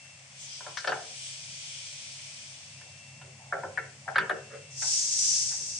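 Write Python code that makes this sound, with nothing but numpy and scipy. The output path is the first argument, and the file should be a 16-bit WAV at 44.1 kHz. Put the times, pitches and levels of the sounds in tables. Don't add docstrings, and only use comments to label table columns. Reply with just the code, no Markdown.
import sys
import numpy as np
from scipy import signal
from scipy.fft import rfft, irfft, next_fast_len
from scipy.io import wavfile

SR = 44100
rng = np.random.default_rng(int(sys.argv[2]) if len(sys.argv) > 2 else 0)


def master(y):
    cut = np.clip(np.atleast_2d(y).T, -1, 1)
    pcm = np.round(cut * 32767)
    wavfile.write(sys.argv[1], SR, pcm.astype(np.int16))


N = 255339
TIME = np.arange(N) / SR
BLOW_TIME = TIME[:SR // 3]

# start_s, level_db, boom_db, crack_db, snap_db, ring_hz, boom_hz, crack_top_hz, pan_db
BLOWS = [(0.047, -55, -28, -14, -8, 1900, 795, 3000, 15), (0.606, -42, -6, -15, -33, 1220, 890, 4500, 1),
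         (0.663, -36, -5.5, -20, -35, 1470, 720, 4500, 1.5),
         (0.771, -25.5, -27, -3, -30, 1570, 783, 6300, 4.5),
         (0.844, -28.5, -7.5, -6, -40, 1520, 710, 4170, 0.5),
         (0.873, -20.5, -8.5, -3.5, -30, 1420, 840, 5340, 5),
         (0.890, -28, -5, -1, -35, 1410, 780, 4800, -6), (0.919, -22.5, -7, -9, -47, 1470, 834, 3540, 2.5),
         (2.813, -53.5, -2.5, 9, -8, 1910, 855, 3600, 0), (3.214, -47.5, -5.5, 3, -31, 1190, 710, 4000, -2),
         (3.524, -23, -9.5, -36, -45, 1430, 690, 4000, -0.5),
         (3.528, -27, -14, -38, -45, 1710, 613, 3020, 5.5),
         (3.634, -29, -3.5, -19, -33, 1300, 690, 3000, 0.5),
         (3.774, -22, -18.5, -24, -34, 1730, 706, 5020, 5.5),
         (3.780, -26.5, -15, -31, -45, 1890, 580, 3000, -3.5),
         (4.078, -26, -16, -47, -41, 1600, 800, 2500, 6.5),
         (4.157, -14.5, -16.5, -11, -46, 1530, 845, 4630, -0.5),
         (4.1815, -14, -21, -8.5, -29.5, 1537, 300, 4830, -1),
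         (4.211, -32, -6.5, 1, -35, 1600, 420, 3300, 5),
         (4.295, -20, -11, -14.5, -24.5, 1420, 634, 4180, 4.5),
         (4.309, -23.5, -8, -15, -34, 1540, 447, 3380, -2), (4.821, -34, -17, 0.5, -25, 1700, 830, 4140, 5),
         (5.597, -61, 5, -32, -22, 1210, 231, 3000, -6)]
# pitch_hz, level_db, fade_s (time to fall by 60 dB)
STEEL_MODES = [(978.5, -4.5, 0.051), (1351, 6, 0.014), (1353, -16.5, 0.16), (1431, -7.5, 0.072),
               (1497, -12.5, 0.11), (1592, 1.5, 0.03), (1584, -15, 0.15), (1780, -18, 0.11),
               (1764, 2.5, 0.029), (2214, -4.5, 0.017), (2193, -11.5, 0.074)]
# pitch_hz, level_db, fade_s
EDGE_MODES = [(2220, 17, 0.051), (2280, 2, 0.18), (2902, 2, 0.14), (3140, -16, 0.1), (3560, -26, 0.043),
              (3870, -3, 0.035), (4487, -2.5, 0.15), (4890, -3, 0.063), (5736, 4.5, 0.13), (5940, -5, 0.09)]
# pitch_hz, level_db, fade_s
CABINET_MODES = [(156.4, -9, 0.24), (211.3, -17, 0.26), (277, -29.5, 0.1), (328, -2.5, 0.05),
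                 (390.6, -10, 0.14), (448.8, -7.5, 0.13), (534.4, -7.5, 0.11), (611, 2, 0.04),
                 (703, -10, 0.082), (752, 1, 0.045), (850, -12, 0.083), (972, 15.5, 0.013)]
# middle_s, length_s, level_db, pitch_hz
SLIDES = [(0.684, 0.11, -49.5, 890), (0.792, 0.044, -39.5, 5000), (0.985, 0.13, -48.5, 760),
          (2.879, 0.061, -58.5, 650), (3.261, 0.073, -54, 510), (3.48, 0.23, -56, 750),
          (3.567, 0.068, -35.5, 610), (3.701, 0.075, -50, 543), (4.097, 0.085, -38, 720),
          (4.15, 0.018, -38, 1600), (4.537, 0.075, -45.5, 1570), (4.545, 0.09, -42.5, 496),
          (4.849, 0.086, -49.5, 760), (5.534, 0.067, -56.5, 840), (5.525, 0.03, -48, 1670)]
# time_s, level_db
LEAK_CURVE = [(0.0, -57), (0.29, -59), (0.425, -47.5), (0.55, -46), (0.68, -47.5), (1.0, -47), (1.27, -42),
              (1.42, -44.5), (1.7, -42.5), (2.4, -46.5), (3.3, -60.5), (4.7, -57)]
# pitch_hz, level_db
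LEAK_SPECTRUM = [(800, -64), (1300, -0.5), (1900, 1.5), (2350, 11.5), (2750, 7), (3100, 8.5), (3450, 5),
                 (3900, -0.5), (4600, 0), (5750, 2), (7000, -5.5), (8500, -4), (9400, -11.5), (10900, -29),
                 (11500, -122)]
# start_s, length_s, level_db, first_hz, last_hz, half_width_hz
GAP_SPURTS = [(0.311, 0.5, -56, 3290, 3165, 150), (0.375, 0.12, -45, 7500, 6130, 910),
              (0.453, 0.18, -45, 5680, 5040, 650), (1.078, 0.37, -52.5, 3010, 3160, 220),
              (1.127, 0.27, -48.5, 8300, 8000, 650), (1.3, 1.4, -57.5, 2286, 2376, 217),
              (1.546, 0.4, -51.5, 3160, 3400, 220)]
# time_s, level_db
JET_CURVE = [(4.70, -40), (4.75, -49), (4.822, -34.5), (4.932, -29), (5.09, -33), (5.23, -28.5),
             (5.34, -29), (5.47, -33), (5.64, -39.5), (5.79, -40)]
# pitch_hz, level_db
JET_SPECTRUM = [(1200, -39), (1750, -30.5), (2500, -25.5), (3250, -22), (4000, -19.5), (4600, -12.5),
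                (5200, -5), (5800, -2.5), (6500, -4.5), (7300, -8.5), (8400, -9.5), (9200, -16.5),
                (11000, -37), (11600, -76)]
# pitch_hz, level_db (relative to the jet)
JET_WHISTLES = [(5469, -26), (5593, -21), (5732, -25), (5851, -21), (5937, -26), (6174, -22), (6402, -26)]
# time_s, level_db
MACHINE_CURVE = [(0.0, -61.5), (1.0, -56.5), (2.0, -58), (2.8, -54), (3.25, -51.5), (4.8, -53), (5.0, -60),
                 (5.79, -52)]
# pitch_hz, level_db
RUMBLE_SPECTRUM = [(30, -62), (55, -63), (75, -3), (100, 3), (130, 12.5), (155, 4), (195, -8), (225, -1),
                   (260, -12.5), (330, -15.5), (400, -43)]
# middle_s, level_db, half_length_s (from the middle to half height)
SWELLS = [(0.02, -58, 0.14), (2.86, -61.5, 0.19), (3.06, -58, 0.06), (3.2, -60, 0.066), (3.32, -67, 0.026),
          (3.44, -66, 0.061), (3.81, -61, 0.057), (4.6, -60, 0.33), (5.33, -63.5, 0.28),
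          (5.79, -58.5, 0.094)]
# pitch_hz, level_db
HALL_SPECTRUM = [(100, 4), (400, -15.5), (560, 0), (750, -3.5), (1050, -6), (1400, -10.5), (2200, 0),
                 (3300, -31.5), (4200, -9), (5500, -3.5), (8500, -4), (9500, -14.5), (11000, -23.5),
                 (11800, -100)]
# pitch_hz, fade_s
HALL_FADE = [(200, 0.33), (500, 0.48), (1000, 0.26), (1800, 0.48), (3000, 0.11), (8000, 0.012)]
# pitch_hz, likeness (0 to 1)
STEREO_LIKENESS = [(130, .99), (300, .9), (600, .65), (1200, .4), (2500, .1), (9000, .05)]


def knocks():
    out = np.zeros((2, N))
    for start_s, level_db, boom_db, crack_db, snap_db, ring_hz, boom_hz, top_hz, pan_db in BLOWS:
        rise_s = .003 * from_db(-.22 * (level_db + 13))
        steel = from_db(-9) * struck(STEEL_MODES, rise_s, centre_hz=ring_hz, focus_db=15)
        steel += from_db(-4.5) * clatter(rise_s, ring_hz)
        steel += from_db(crack_db) * crack(top_hz)
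        steel += from_db(snap_db) * snap()
        steel = in_room(steel, near_s=.008, near_db=-4.5, hall_db=-18)
        boom = from_db(boom_db - 3) * struck(CABINET_MODES, rise_s=.01, centre_hz=boom_hz, focus_db=10)
        boom = in_room(boom, near_s=.011, near_db=-3.5, hall_db=-16)
        knock = from_db(level_db) * (steel + boom + smack(ring_hz, level_db))
        add(out, start_s, panned(knock, pan_db))
    return out


def struck(modes, rise_s, centre_hz, focus_db, grip_detune=.003):
    t = BLOW_TIME
    hz, level_db, fade_s = np.transpose(modes)[:, :, None]
    hz = hz * (1 + grip_detune * rng.standard_normal(hz.shape))
    chance_db = 2 * rng.standard_normal(hz.shape)
    octaves_away = np.abs(np.log2(hz / centre_hz))
    strength_db = level_db + chance_db - focus_db * octaves_away
    waves = np.sin(2 * np.pi * (hz * t + rng.random(hz.shape)))
    rings = from_db(strength_db - 60 * t / fade_s) * waves
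    blow = rings.sum(0) * (1 - np.exp(-t / rise_s))
    return blow / np.std(blow[t < .02])


def clatter(rise_s, centre_hz, width_hz=850, decay_s=.0097):
    edges = centre_hz - width_hz / 2, centre_hz + width_hz / 2
    touches = random_clicks(per_s=2500)
    rattle = unit_power(band(band(touches, *edges), *edges))
    return rattle * (1 - np.exp(-BLOW_TIME / rise_s)) * np.exp(-BLOW_TIME / decay_s)


def crack(top_hz):
    grit = steep(rng.standard_normal(len(BLOW_TIME)), .41 * top_hz, "high")
    tick = from_db(2.5) * grit * np.exp(-BLOW_TIME / .012)
    edge = from_db(-14) * struck(EDGE_MODES, rise_s=.0005, centre_hz=top_hz, focus_db=18)
    return steep(steep(tick + edge, top_hz, "low"), top_hz, "low")


def snap(ring_hz=10200, decay_s=.0027):
    fizz, ring = rng.standard_normal((2, len(BLOW_TIME)))
    tick = unit_power(band(fizz, 6200, 11000)) + unit_power(band(ring, ring_hz - 300, ring_hz + 300))
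    return tick * np.exp(-BLOW_TIME / decay_s)


def smack(hz, level_db):
    pulse = np.exp(-((BLOW_TIME - .0028) / .0015) ** 2)
    hardness_db = min(1.7 * (level_db + 15), 5.5)
    return from_db(hardness_db) * pulse * np.cos(2 * np.pi * hz * BLOW_TIME)


def rubs(slip_spread_db=3):
    out = np.zeros((2, N))
    for middle_s, length_s, level_db, hz in SLIDES:
        slips = random_clicks(per_s=900)
        slips *= from_db(slip_spread_db * rng.standard_normal(len(slips)))
        stroke = np.sin(np.pi * np.minimum(BLOW_TIME / length_s, 1))
        grind = from_db(level_db) * stroke * unit_power(band(slips, hz / 1.216, hz * 1.177))
        add(out, middle_s - length_s / 2, in_room(grind, near_s=.036, near_db=-.5, hall_db=-18.5))
    return out


def leak(split_hz=4500, quiet_db=-60, rush_share=.38):
    flow_db, = in_time(LEAK_CURVE)
    rush_db = quiet_db + rush_share * (flow_db - quiet_db)
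    hiss = air(LEAK_SPECTRUM)
    rush = from_db(rush_db) * unit_power(filtered(hiss, split_hz, "low", order=3))
    sizzle = from_db(flow_db + 1) * unit_power(filtered(hiss, split_hz, "high", order=3))
    return panned(rush + sizzle, pan_db=2)


def spurts():
    out = np.zeros((2, N))
    for start_s, length_s, level_db, first_hz, last_hz, half_width_hz in GAP_SPURTS:
        progress = np.linspace(0, 1, int(length_s * SR))
        phase = 2 * np.pi * np.cumsum(first_hz + (last_hz - first_hz) * progress) / SR
        noise = rng.standard_normal((2, 2, 2 * SR))
        low_a, low_b = filtered(noise, half_width_hz, "low")[..., :len(progress)]
        hiss = unit_power(low_a * np.cos(phase) + low_b * np.sin(phase))
        add(out, start_s, from_db(level_db) * np.sin(np.pi * progress) * hiss)
    return panned(out, pan_db=3)


def jet(gain_db=4, flutter_db=.55, opening_s=.069):
    flow_db, = in_time(JET_CURVE)
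    opened = np.clip((TIME - JET_CURVE[0][0]) / opening_s, 0, 1)
    whistles = sum(from_db(db) * tone(hz, wander_hz=4.96, waver_db=5.5) for hz, db in JET_WHISTLES)
    strength = opened * from_db(flow_db + gain_db + flutter_db * drift(35))
    pan_db = np.interp(TIME, [4.5, 4.76], [-2.5, 2.4])
    return panned(strength * (air(JET_SPECTRUM) + whistles), pan_db)


def air(spectrum, left_lead_s=.00027):
    reflected = signal.fftconvolve(noise_around(spectrum), panel_echoes(.025), axes=1)[:, :N]
    left = noise_around(spectrum)[0]
    right = np.interp(TIME - left_lead_s, TIME, left, left=0)
    return unit_power(.7 * np.array([left, right]) + reflected + .7 * noise_around(spectrum))


def machines(motor_hz=132.8, hum_hz=100, throb_hz=6.2, drop_s=5.5):
    level_db, = in_time(MACHINE_CURVE)
    throb = 1 + .32 * tone(throb_hz, wander_hz=1.65, waver_db=-5)
    drop_db = -20 * np.clip((TIME - drop_s) / .072, 0, 1)
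    motor = from_db(drop_db - 1) * throb * tone(motor_hz, wander_hz=.29, waver_db=3)
    hum = from_db(-6) * tone(hum_hz, wander_hz=2.006, waver_db=3.5)
    rumble = from_db(-1) * noise_around(RUMBLE_SPECTRUM)
    return from_db(level_db) * (rumble + motor + hum)


def whine(pitch_hz=2692, rest_db=-75):
    swells = sum(from_db(db) / (1 + ((TIME - middle_s) / half_s) ** 4) for middle_s, db, half_s in SWELLS)
    return panned((from_db(rest_db) + swells) * tone(pitch_hz, wander_hz=.44, waver_db=.7), pan_db=3.5)


def hall_noise(level_db=-54.68):
    return panned(from_db(level_db) * noise_around(HALL_SPECTRUM), pan_db=2.5)


def in_room(x, near_s, near_db, hall_db):
    tail = signal.fftconvolve(x[None], hall_echo(), axes=1)[:, :len(x)]
    near = signal.fftconvolve(x[None], panel_echoes(near_s), axes=1)[:, :len(x)]
    close = x + from_db(near_db) * near
    close *= np.std(x) / np.std(close, axis=1, keepdims=True)
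    return close + from_db(hall_db) * tail


def panel_echoes(decay_s):
    echoes = rng.standard_normal((2, len(BLOW_TIME))) * np.exp(-BLOW_TIME / decay_s)
    return echoes / np.sqrt(np.sum(echoes ** 2, axis=1, keepdims=True))


def hall_echo(build_s=.032):
    t = BLOW_TIME
    edges = np.geomspace(100, 12800, 8)
    centres = np.sqrt(edges[1:] * edges[:-1])
    hz, noise = stereo_spectrum(len(t))
    echo = sum(irfft(noise * (hz >= low) * (hz < high), len(t)) * from_db(-60 * t / fade_s)
               for low, high, fade_s in zip(edges, edges[1:], at_hz(HALL_FADE, centres)))
    return unit_power(echo * (1 - np.exp(-t / build_s))) / np.sqrt(len(t))


def noise_around(spectrum):
    size = next_fast_len(N, True)
    hz, noise = stereo_spectrum(size)
    return unit_power(irfft(noise * from_db(at_hz(spectrum, hz)), size)[:, :N])


def stereo_spectrum(size):
    hz = np.fft.rfftfreq(size, 1 / SR)
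    shared, side = rfft(rng.standard_normal((2, size)))
    alike = np.clip(at_hz(STEREO_LIKENESS, hz), 0, 1)
    return hz, np.sqrt(1 + alike) * shared + np.sqrt(1 - alike) * side * [[1], [-1]]


def tone(hz, wander_hz, waver_db):
    phase = 2 * np.pi * np.cumsum(hz + wander_hz * drift(2.93)) / SR
    return np.sqrt(2) * np.sin(phase) * from_db(waver_db * drift(31))


def drift(rate_hz, step=64):
    size = next_fast_len(N // step + 2)
    hz = np.fft.rfftfreq(size, step / SR)
    slow = irfft(rfft(rng.standard_normal(size)) / (1 + (hz / rate_hz) ** 2), size)
    return unit_power(np.interp(np.arange(N) / step, np.arange(size), slow))


def random_clicks(per_s):
    happens = rng.random(len(BLOW_TIME)) < per_s / SR
    return happens * rng.standard_normal(len(BLOW_TIME)) + 1e-18


def filtered(x, hz, kind, order=2):
    return signal.sosfilt(signal.butter(order, hz, kind, fs=SR, output="sos"), x)


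def band(x, low_hz, high_hz):
    return filtered(x, [low_hz, high_hz], "band")


def steep(x, hz, kind):
    return filtered(x, hz, kind, order=6)


def from_db(db):
    return 10 ** (np.asarray(db) / 20)


def unit_power(x):
    return x / np.sqrt(np.mean(x ** 2) + 1e-20)


def in_time(rows):
    time_s, *columns = np.transpose(rows)
    return [np.interp(TIME, time_s, column) for column in columns]


def at_hz(points, hz):
    pitch_hz, value = np.transpose(points)
    return np.interp(np.log(hz + 1), np.log(pitch_hz), value)


def panned(x, pan_db):
    return x * from_db(np.array([[.5], [-.5]]) * pan_db)


def add(track, start_s, sound):
    start = round(start_s * SR)
    track[:, start:start + sound.shape[1]] += sound[:, :N - start]


def scene():
    return knocks() + rubs() + leak() + spurts() + jet() + machines() + whine() + hall_noise()


def record(dry, mains_hz=60, notches=8, notch_width_hz=21, low_cut_hz=128, high_cut_hz=11600):
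    for multiple in range(1, notches + 1):
        edges = multiple * mains_hz + np.array([-.5, .5]) * notch_width_hz
        dry = filtered(dry, edges, "bandstop")
    dry = filtered(dry, low_cut_hz, "high")
    return signal.sosfilt(signal.ellip(10, .3, 70, high_cut_hz, fs=SR, output="sos"), dry)


dry = scene()
out = record(dry)
master(out)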